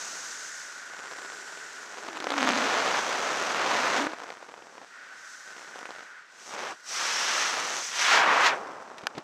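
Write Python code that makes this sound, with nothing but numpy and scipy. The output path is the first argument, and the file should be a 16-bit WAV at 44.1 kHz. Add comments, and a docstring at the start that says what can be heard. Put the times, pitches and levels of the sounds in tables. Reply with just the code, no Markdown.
"""Freefall wind buffeting a helmet microphone. As the head turns, turbulence hits it as suction spikes,
a fast flutter of vortices shed off the helmet edge, then a dense rush.
Air hisses past the shell and whistles faintly in a gap. The parachute opens with a roar;
in the slower air the cloth flaps and a piece of harness hardware clacks."""
import sys
import numpy as np
from scipy import signal
from scipy.fft import rfft, irfft
from scipy.io import wavfile
from scipy.ndimage import uniform_filter1d

SR = 44100
rng = np.random.default_rng(int(sys.argv[2]) if len(sys.argv) > 2 else 0)


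def generate_wav(signal):
    """Clip the signal to [-1, 1] and save it as 16-bit WAV at the path in sys.argv[1]."""
    frames = np.transpose(np.atleast_2d(signal))
    scaled = np.clip(frames, -1, 1) * 32767
    pcm = np.round(scaled).astype(np.int16)
    wavfile.write(sys.argv[1], SR, pcm)


N = 407042
TIME_S = np.arange(N) / SR
FREQ_HZ = np.maximum(np.fft.rfftfreq(N, 1 / SR), 1)

# smooth airstream: time_s, buffet_db, hiss_db
AIRSTREAM = [(0, -50.5, -39.5), (.55, -57, -42.5), (.9, -57.5, -51), (1.4, -56, -47.5), (2.2, -55, -51.5),
             (4.1, -59, -58), (4.6, -65, -61.5), (5.12, -60, -59), (5.3, -63.5, -50), (6, -61.5, -56.5),
             (6.27, -65.5, -67), (6.42, -58, -50.5), (6.8, -66.5, -58), (9.2, -72, -69.5)]
# buffeting spectrum: freq_hz, density_db
BUFFET_SPECTRUM = [(25, -45), (60, -30.5), (120, -19.5), (220, -10), (400, -3), (650, 0.5), (1300, 1),
                   (2000, -4), (3200, -9.5), (4500, -13.5), (6500, -17), (9500, -36.5), (15500, -49)]
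# hiss spectrum: freq_hz, density_db
HISS_SPECTRUM = [(1500, -26), (3500, -2.5), (4800, 1.5), (5900, 5.5), (6800, -1), (7800, 0), (9200, -10.5),
                 (12000, -20), (15500, -26)]
# hiss resonance, shifting as the head turns: time_s, pitch_hz
HISS_RESONANCE = [(.5, 6480), (1.3, 7140), (2.6, 6106), (6.3, 6530), (7, 5570), (7.8, 6150), (8.3, 5430),
                  (9.2, 6250)]
# helmet gap whistle: time_s, level_db
WHISTLE_LEVELS = [(0, -44.5), (1.2, -43.5), (2, -46.5), (4.1, -47.5), (4.5, -56), (4.85, -59), (4.97, -47),
                  (5.5, -47.5), (6.2, -47), (6.27, -56.5), (6.8, -52.5), (9.2, -76)]
# gap resonances: pitch_hz, width_hz, level_db
WHISTLE_MODES = [(1492, 170, 2), (1490, 900, -6.5), (1870, 340, -10)]
# gusts from head turns: start_s, end_s, attack_s, hiss_attack_s, release_s, swell_db_per_s,
# mid_buffet_db, bright_db, hiss_db, spike_share
HEAD_GUSTS = [(0.797, 1.853, 0.27, 0.23, 0.75, -3, -50.5, -5, -69, 1),
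              (1.745, 2.45, 0.15, .2, 0.11, 18.5, -47, -7.5, -69, 0.88),
              (2.24, 3.08, .21, 0.27, 0.13, 2.5, -30.5, -4.5, -42.5, 0.38),
              (2.92, 3.683, 0.17, 0.1, 0.2, -0.5, -33, -5, -41.5, 0.47),
              (3.481, 4.109, 0.13, 0.25, .13, 6, -30, -5, -42, 0.48),
              (3.967, 4.422, 0.064, 0.073, 0.13, -27, -45, -9.5, -60, 0.68),
              (4.318, 4.882, 0.046, .1, 0.053, 3, -53, -15, -67, 0.6),
              (5.433, 6.11, 0.057, .1, .15, 4, -54, -3.5, -71, 0.8),
              (6.423, 6.767, 0.17, .05, 0.079, 11.5, -39, -6, -49, 0.4),
              (6.814, 7.623, 0.23, 0.16, 0.23, 9.5, -42, 9, -33, .15),
              (7.416, 7.879, 0.17, 0.059, 0.13, -13, -38.5, 0.5, -38.5, 0.2)]
# spells of vortex shedding: start_s, end_s, first_hz, last_hz, peak_share
SHEDDING_SPELLS = [(.9, 2.099, 419.2, 400, 0.07), (1.95, 2.34, 390, 305.3, .24),
                   (2.21, 2.68, 280, 247.1, .85), (3.97, 4.142, 255.6, 314.3, 0.79)]
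# largest eddies at the microphone: time_s, level_db, corner_hz
LARGE_EDDIES = [(.999, -28, 1680), (1.021, -29, 1000), (1.081, -32, 2000), (1.121, -29, 1100),
                (1.249, -26, 1600), (1.478, -30, 2500), (1.574, -28, 2500), (2.062, -25, 1100),
                (2.087, -19.5, 1170), (2.172, -16.5, 1800), (2.203, -16.5, 1800), (2.225, -23, 1300),
                (2.243, -15.5, 1800), (2.27, -13, 1400), (2.305, -13.5, 2200), (2.32, -10.5, 1400),
                (2.34, -12.5, 1000), (2.38, -13, 1800), (4.048, -17, 1294), (4.069, -11.5, 890),
                (4.118, -24, 1120), (4.135, -20, 700), (4.304, -21.5, 1190), (4.428, -29, 900),
                (4.541, -28.5, 1000), (4.781, -30, 900), (5.759, -24.5, 1200), (5.79, -26, 2500),
                (5.815, -31, 900), (5.83, -27, 1200), (5.856, -23, 1600), (5.892, -25.5, 1100),
                (5.907, -23.5, 1800)]
# parachute opening: time_s, roar_db, buffet_db, bright_db, hiss_db
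CANOPY_OPENING = [(7.7, -85, -60, 18, -44), (7.85, -64, -56.5, 12.5, -34.5), (7.92, -54, -52.5, 10, -39.5),
                  (8.02, -45, -45, 17.5, -31), (8.15, -19.5, -34, 10, -45), (8.25, -22, -32, -4.5, -52),
                  (8.41, -22, -31.5, -3, -41), (8.47, -20.5, -37, 13.5, -49), (8.53, -26, -31, -17, -52),
                  (8.6, -76, -38.5, -23.5, -57), (8.9, -80, -46, -20, -63), (9.23, -85, -50, -18, -66)]
# cloth roar spectrum: freq_hz, density_db
CANOPY_SPECTRUM = [(30, -65), (150, -42), (400, -12), (750, 0), (1100, 4.5), (1500, 2.5), (2300, -3),
                   (3500, -15), (8000, -60)]
# cloth flaps: start_s, level_db, decay_s, top_hz
CLOTH_FLAPS = [(8.982, -38, 0.0068, 5000), (9.016, -44, 0.0044, 5000), (9.035, -35.5, 0.0065, 200),
               (9.151, -36.5, .01, 201), (9.169, -41, 0.012, 450), (9.178, -29, 0.0088, 180),
               (9.183, -27, 0.00066, 6000)]
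# harness hardware modes: pitch_hz, level_db, t60_s
HARDWARE_MODES = [(850, -13, 0.026), (1500, -8, 0.031), (1720, -2, 0.013), (2480, -2.5, 0.0064),
                  (2970, 4.5, 0.0035), (4100, -11, 0.0087), (4900, -7, 0.01), (6100, -22, .015)]


def undb(db):
    """Decibels to gain."""
    return 10 ** (np.asarray(db) / 20)


def curves(table):
    """Table columns, interpolated over time."""
    times_s, *columns = np.transpose(table)
    return [np.interp(TIME_S, times_s, column) for column in columns]


def response(spectrum):
    """Gain per frequency bin."""
    hz, db = np.transpose(spectrum)
    return undb(np.interp(np.log(FREQ_HZ), np.log(hz), db))


def colour(x, gain):
    """Filter that keeps the power of a white input."""
    return irfft(rfft(x) * gain / np.sqrt(np.mean(gain ** 2)), N)


def highpass(x, corner_hz):
    """Zero-phase treble part."""
    return irfft(rfft(x) / (1 + (corner_hz / FREQ_HZ) ** 3), N)


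def microphone(low_hz, high_hz):
    """Gain of the port behind its wind cover: little bass, soft top."""
    return 1 / np.hypot(1, (low_hz / FREQ_HZ) ** 2) / np.hypot(1, (FREQ_HZ / high_hz) ** 3)


def ramp(x, length):
    """Smooth 0 to 1 as x goes from 0 to length."""
    return np.sin(np.pi / 2 * np.clip(x / length, 0, 1)) ** 2


def wander(rate_hz):
    """Slow random drift, spread near 1."""
    knots = rng.standard_normal(8192)
    return 1.2 * np.interp(TIME_S * rate_hz, np.arange(len(knots)), knots)


def turbulence(flicker_hz, depth_db):
    """Unit-power noise, flickering by depth_db."""
    noise = rng.standard_normal(N) * undb(depth_db * wander(flicker_hz))
    return noise / noise.std()


def airflow(stream_bright_db=1.5):
    """Stream, gusts and opening add in power: buffet_db, bright_db, hiss_db, spike_share."""
    buffet_db, hiss_db = curves(AIRSTREAM)
    parts = [(undb(buffet_db), stream_bright_db, undb(hiss_db), 0)]
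    for (start_s, end_s, attack_s, hiss_attack_s, release_s, swell_db_per_s,
         mid_db, bright_db, hiss_db, spike_share) in HEAD_GUSTS:
        fade = ramp(end_s - TIME_S, release_s)
        from_mid_s = np.clip(TIME_S, start_s, end_s) - (start_s + end_s) / 2
        push = undb(mid_db + swell_db_per_s * from_mid_s) * ramp(TIME_S - start_s, attack_s)
        skim = undb(hiss_db) * ramp(TIME_S - start_s, hiss_attack_s)
        parts.append((push * fade, bright_db, skim * fade, spike_share))
    _, buffet_db, bright_db, hiss_db = curves(CANOPY_OPENING)
    opened = TIME_S > CANOPY_OPENING[0][0]
    parts.append((undb(buffet_db) * opened, bright_db, undb(hiss_db) * opened, 0.34))
    power = treble_power = hiss_power = spike_power = 0
    for push, bright_db, skim, spike_share in parts:
        power += push ** 2
        treble_power += (push * undb(bright_db)) ** 2
        hiss_power += skim ** 2
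        spike_power += spike_share * push ** 2
    buffet_db, bright_db, hiss_db = 10 * np.log10([power, treble_power / power, hiss_power])
    return buffet_db, bright_db, hiss_db, np.clip(spike_power / power, 0, 1)


def uneven_air(drive_db, spike_share, knee_db=-49, doubling_db=6.5):
    """Dense eddies, regular shedding, and lone spikes that crowd as the drive rises."""
    spikes_per_s = 125 * 2 ** (np.maximum(drive_db - knee_db, 0) / doubling_db)
    dense = turbulence(flicker_hz=110, depth_db=0.5)
    spikes = suction_spikes(spikes_per_s, scatter_db=2.8)
    eddies = np.sqrt(1 - spike_share) * dense + np.sqrt(spike_share) * spikes
    shed_hz, shed_share = shedding_spells()
    flutter = vortex_shedding(shed_hz, jitter=0.1, scatter_db=3.0, spray=2.4, throb=0.49, focus=6.2)
    return np.sqrt(1 - shed_share) * eddies + np.sqrt(shed_share) * flutter


def buffeting(air, buffet_db, bright_db):
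    """Pressure on the microphone: smaller eddies and more treble in fast air, more bass in gentle air."""
    pressure = colour(air, response(BUFFET_SPECTRUM))
    treble = highpass(pressure, corner_hz=1460)
    bass = pressure - highpass(pressure, corner_hz=306)
    bass_db = 5.5 * ramp(-42 - buffet_db, 12) - 0.5  # rises as buffet_db falls from -42 to -54
    shaped = pressure + treble * (undb(bright_db + 4.5) - 1) + bass * (undb(bass_db) - 1)
    return shaped * undb(buffet_db + 4.0)


def shell_hiss(level_db, half_width_hz, even_db=-41):
    """Fine turbulence skims the shell; above even_db a moving resonance dominates."""
    plain = colour(turbulence(flicker_hz=120, depth_db=1.0), response(HISS_SPECTRUM))
    band = 1 / (1 + (FREQ_HZ / half_width_hz) ** 2)
    phase = 2 * np.pi * np.cumsum(curves(HISS_RESONANCE)[0]) / SR
    ring = sum(colour(rng.standard_normal(N), band) * wave(phase) for wave in (np.cos, np.sin))
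    ring_gain = undb(0.46 * (level_db - even_db))
    return (plain + ring_gain * ring) / np.hypot(1, ring_gain) * undb(level_db - 0.5)


def gap_whistle():
    """Air across a gap rings a broad, breathy resonance with no bass."""
    modes = sum(undb(db) / (1 + ((FREQ_HZ / hz - hz / FREQ_HZ) * hz / width_hz) ** 2)
                for hz, width_hz, db in WHISTLE_MODES)
    gain = modes / np.hypot(1, (750 / FREQ_HZ) ** 4)
    return colour(turbulence(flicker_hz=36, depth_db=0), gain) * undb(curves(WHISTLE_LEVELS)[0])


def suction_spikes(rate_per_s, scatter_db):
    """Vortices pass at random moments; zero mean, unit power."""
    size = undb(scatter_db * np.clip(rng.standard_normal(N), -2, 2))
    chance = rate_per_s / SR
    hits = (rng.random(N) < chance) * size
    return (chance * size.mean() - hits) / np.sqrt(chance * np.mean(size ** 2))


def shedding_spells():
    """Each spell swells and fades while its rate glides: rate_hz, share of the buffeting."""
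    share = 1e-9
    weighted_hz = share * SHEDDING_SPELLS[0][2]
    for start_s, end_s, first_hz, last_hz, peak_share in SHEDDING_SPELLS:
        progress = np.clip((TIME_S - start_s) / (end_s - start_s), 0, 1)
        swell = peak_share * np.sin(np.pi * progress)
        share += swell
        weighted_hz += swell * (first_hz + (last_hz - first_hz) * progress)
    return weighted_hz / share, np.clip(share, 0, 1)


def vortex_shedding(rate_hz, jitter, scatter_db, spray, throb, focus):
    """One suction spike a cycle, with a spray of small eddies and a pressure swing around it."""
    cycles = np.cumsum(rate_hz * (1 + jitter * wander(170))) / SR
    swing = np.cos(2 * np.pi * cycles)
    spike = np.diff(np.floor(cycles), prepend=0) * np.sqrt(SR / rate_hz)
    burst = np.exp(focus * (swing - 1)) * rng.standard_normal(N)
    return (spray * burst - 0.55 * spike) * undb(scatter_db * wander(210)) - throb * swing


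def large_eddies(wake_s, wake_db, spurt_db, twin_lag_s, twin_db, gain_db):
    """Each is a suction cusp in a ragged wake, with a spurt of hiss; a weaker twin trails it."""
    out = np.zeros(N)
    t = np.arange(-256, 257) / SR
    for time_s, level_db, corner_hz in LARGE_EDDIES:
        cusp = np.exp(-2 * np.pi * corner_hz * np.abs(t))
        for lag_s, drop_db in ((0, 0), (twin_lag_s, twin_db)):
            spurt = rng.standard_normal(len(t)) * np.exp(-np.abs(t) / wake_s)
            wake = np.convolve(spurt, cusp, "same")
            eddy = undb(wake_db) * wake / np.abs(wake).max() - cusp + undb(spurt_db) * spurt / cusp.sum()
            first = int((time_s + lag_s) * SR) - len(t) // 2
            out[first:first + len(t)] += undb(level_db + drop_db + gain_db) * eddy
    return irfft(rfft(out) * microphone(low_hz=433, high_hz=6900), N)


def hiss_spurts(air, buffet_db, fade_s, depth, contrast, onset_db=-51):
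    """Gain on the hiss: in strong buffeting, one spurt behind each eddy."""
    pole = np.exp(-1 / (fade_s * SR))
    power = signal.lfilter([1 - pole], [1, -pole], air ** 2) ** contrast
    power /= uniform_filter1d(power, size=3000)
    share = np.clip(depth * (buffet_db - onset_db) / 10, 0, 1)
    return np.sqrt(1 - share + share * power)


def canopy_roar():
    """The cloth catches the air and shakes open."""
    roar = colour(turbulence(flicker_hz=150, depth_db=1.0), response(CANOPY_SPECTRUM))
    return roar * undb(curves(CANOPY_OPENING)[0]) * (TIME_S > CANOPY_OPENING[0][0])


def cloth_flaps():
    """The open canopy and its slider flap in short puffs."""
    out = np.zeros(N)
    port = microphone(low_hz=240, high_hz=5260)
    for start_s, level_db, decay_s, top_hz in CLOTH_FLAPS:
        puff = rng.standard_normal(N) * (TIME_S >= start_s) * np.exp(-np.abs(TIME_S - start_s) / decay_s)
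        out += undb(level_db) * colour(puff, port / np.hypot(1, FREQ_HZ / top_hz))
    return out


def harness_clack(start_s, ring_db, crack_db, crack_s):
    """Small hard contact: a short crack and fast-dying modes, no bass."""
    t = np.maximum(TIME_S - start_s, 0)
    ring = sum(undb(db - 60 * t / t60_s) * np.sin(2 * np.pi * hz * t) for hz, db, t60_s in HARDWARE_MODES)
    crack = rng.standard_normal(N) * np.exp(-t / crack_s) * (t > 0)
    band = signal.butter(3, [650, 8000], "bandpass", fs=SR, output="sos")
    return signal.sosfilt(band, undb(crack_db) * crack - undb(ring_db) * ring)


def scene():
    """Air and gear at one microphone."""
    buffet_db, bright_db, hiss_db, spike_share = airflow()
    air = uneven_air(buffet_db + np.maximum(bright_db, 0), spike_share)
    wind = buffeting(air, buffet_db, bright_db)
    wind += large_eddies(wake_s=0.00064, wake_db=-6.5, spurt_db=-8,
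                         twin_lag_s=0.004, twin_db=-8, gain_db=2.0)
    hiss = shell_hiss(hiss_db, half_width_hz=770)
    hiss *= hiss_spurts(air, buffet_db, fade_s=0.0005, depth=0.85, contrast=0.99)
    whistle = gap_whistle()
    cloth = canopy_roar() + cloth_flaps()
    clack = harness_clack(start_s=9.0697, ring_db=-17.5, crack_db=-15.5, crack_s=0.0008)
    return (wind + hiss + whistle + cloth + clack)[None]


def record(dry):
    """The helmet camera sheds the deepest rumble and cuts the top."""
    low_cut = signal.butter(1, 30, "highpass", fs=SR, output="sos")
    top_cut = signal.ellip(10, 0.2, 70, 15450, fs=SR, output="sos")
    return signal.sosfilt(top_cut, signal.sosfilt(low_cut, dry))


dry = scene()
out = record(dry)
generate_wav(out)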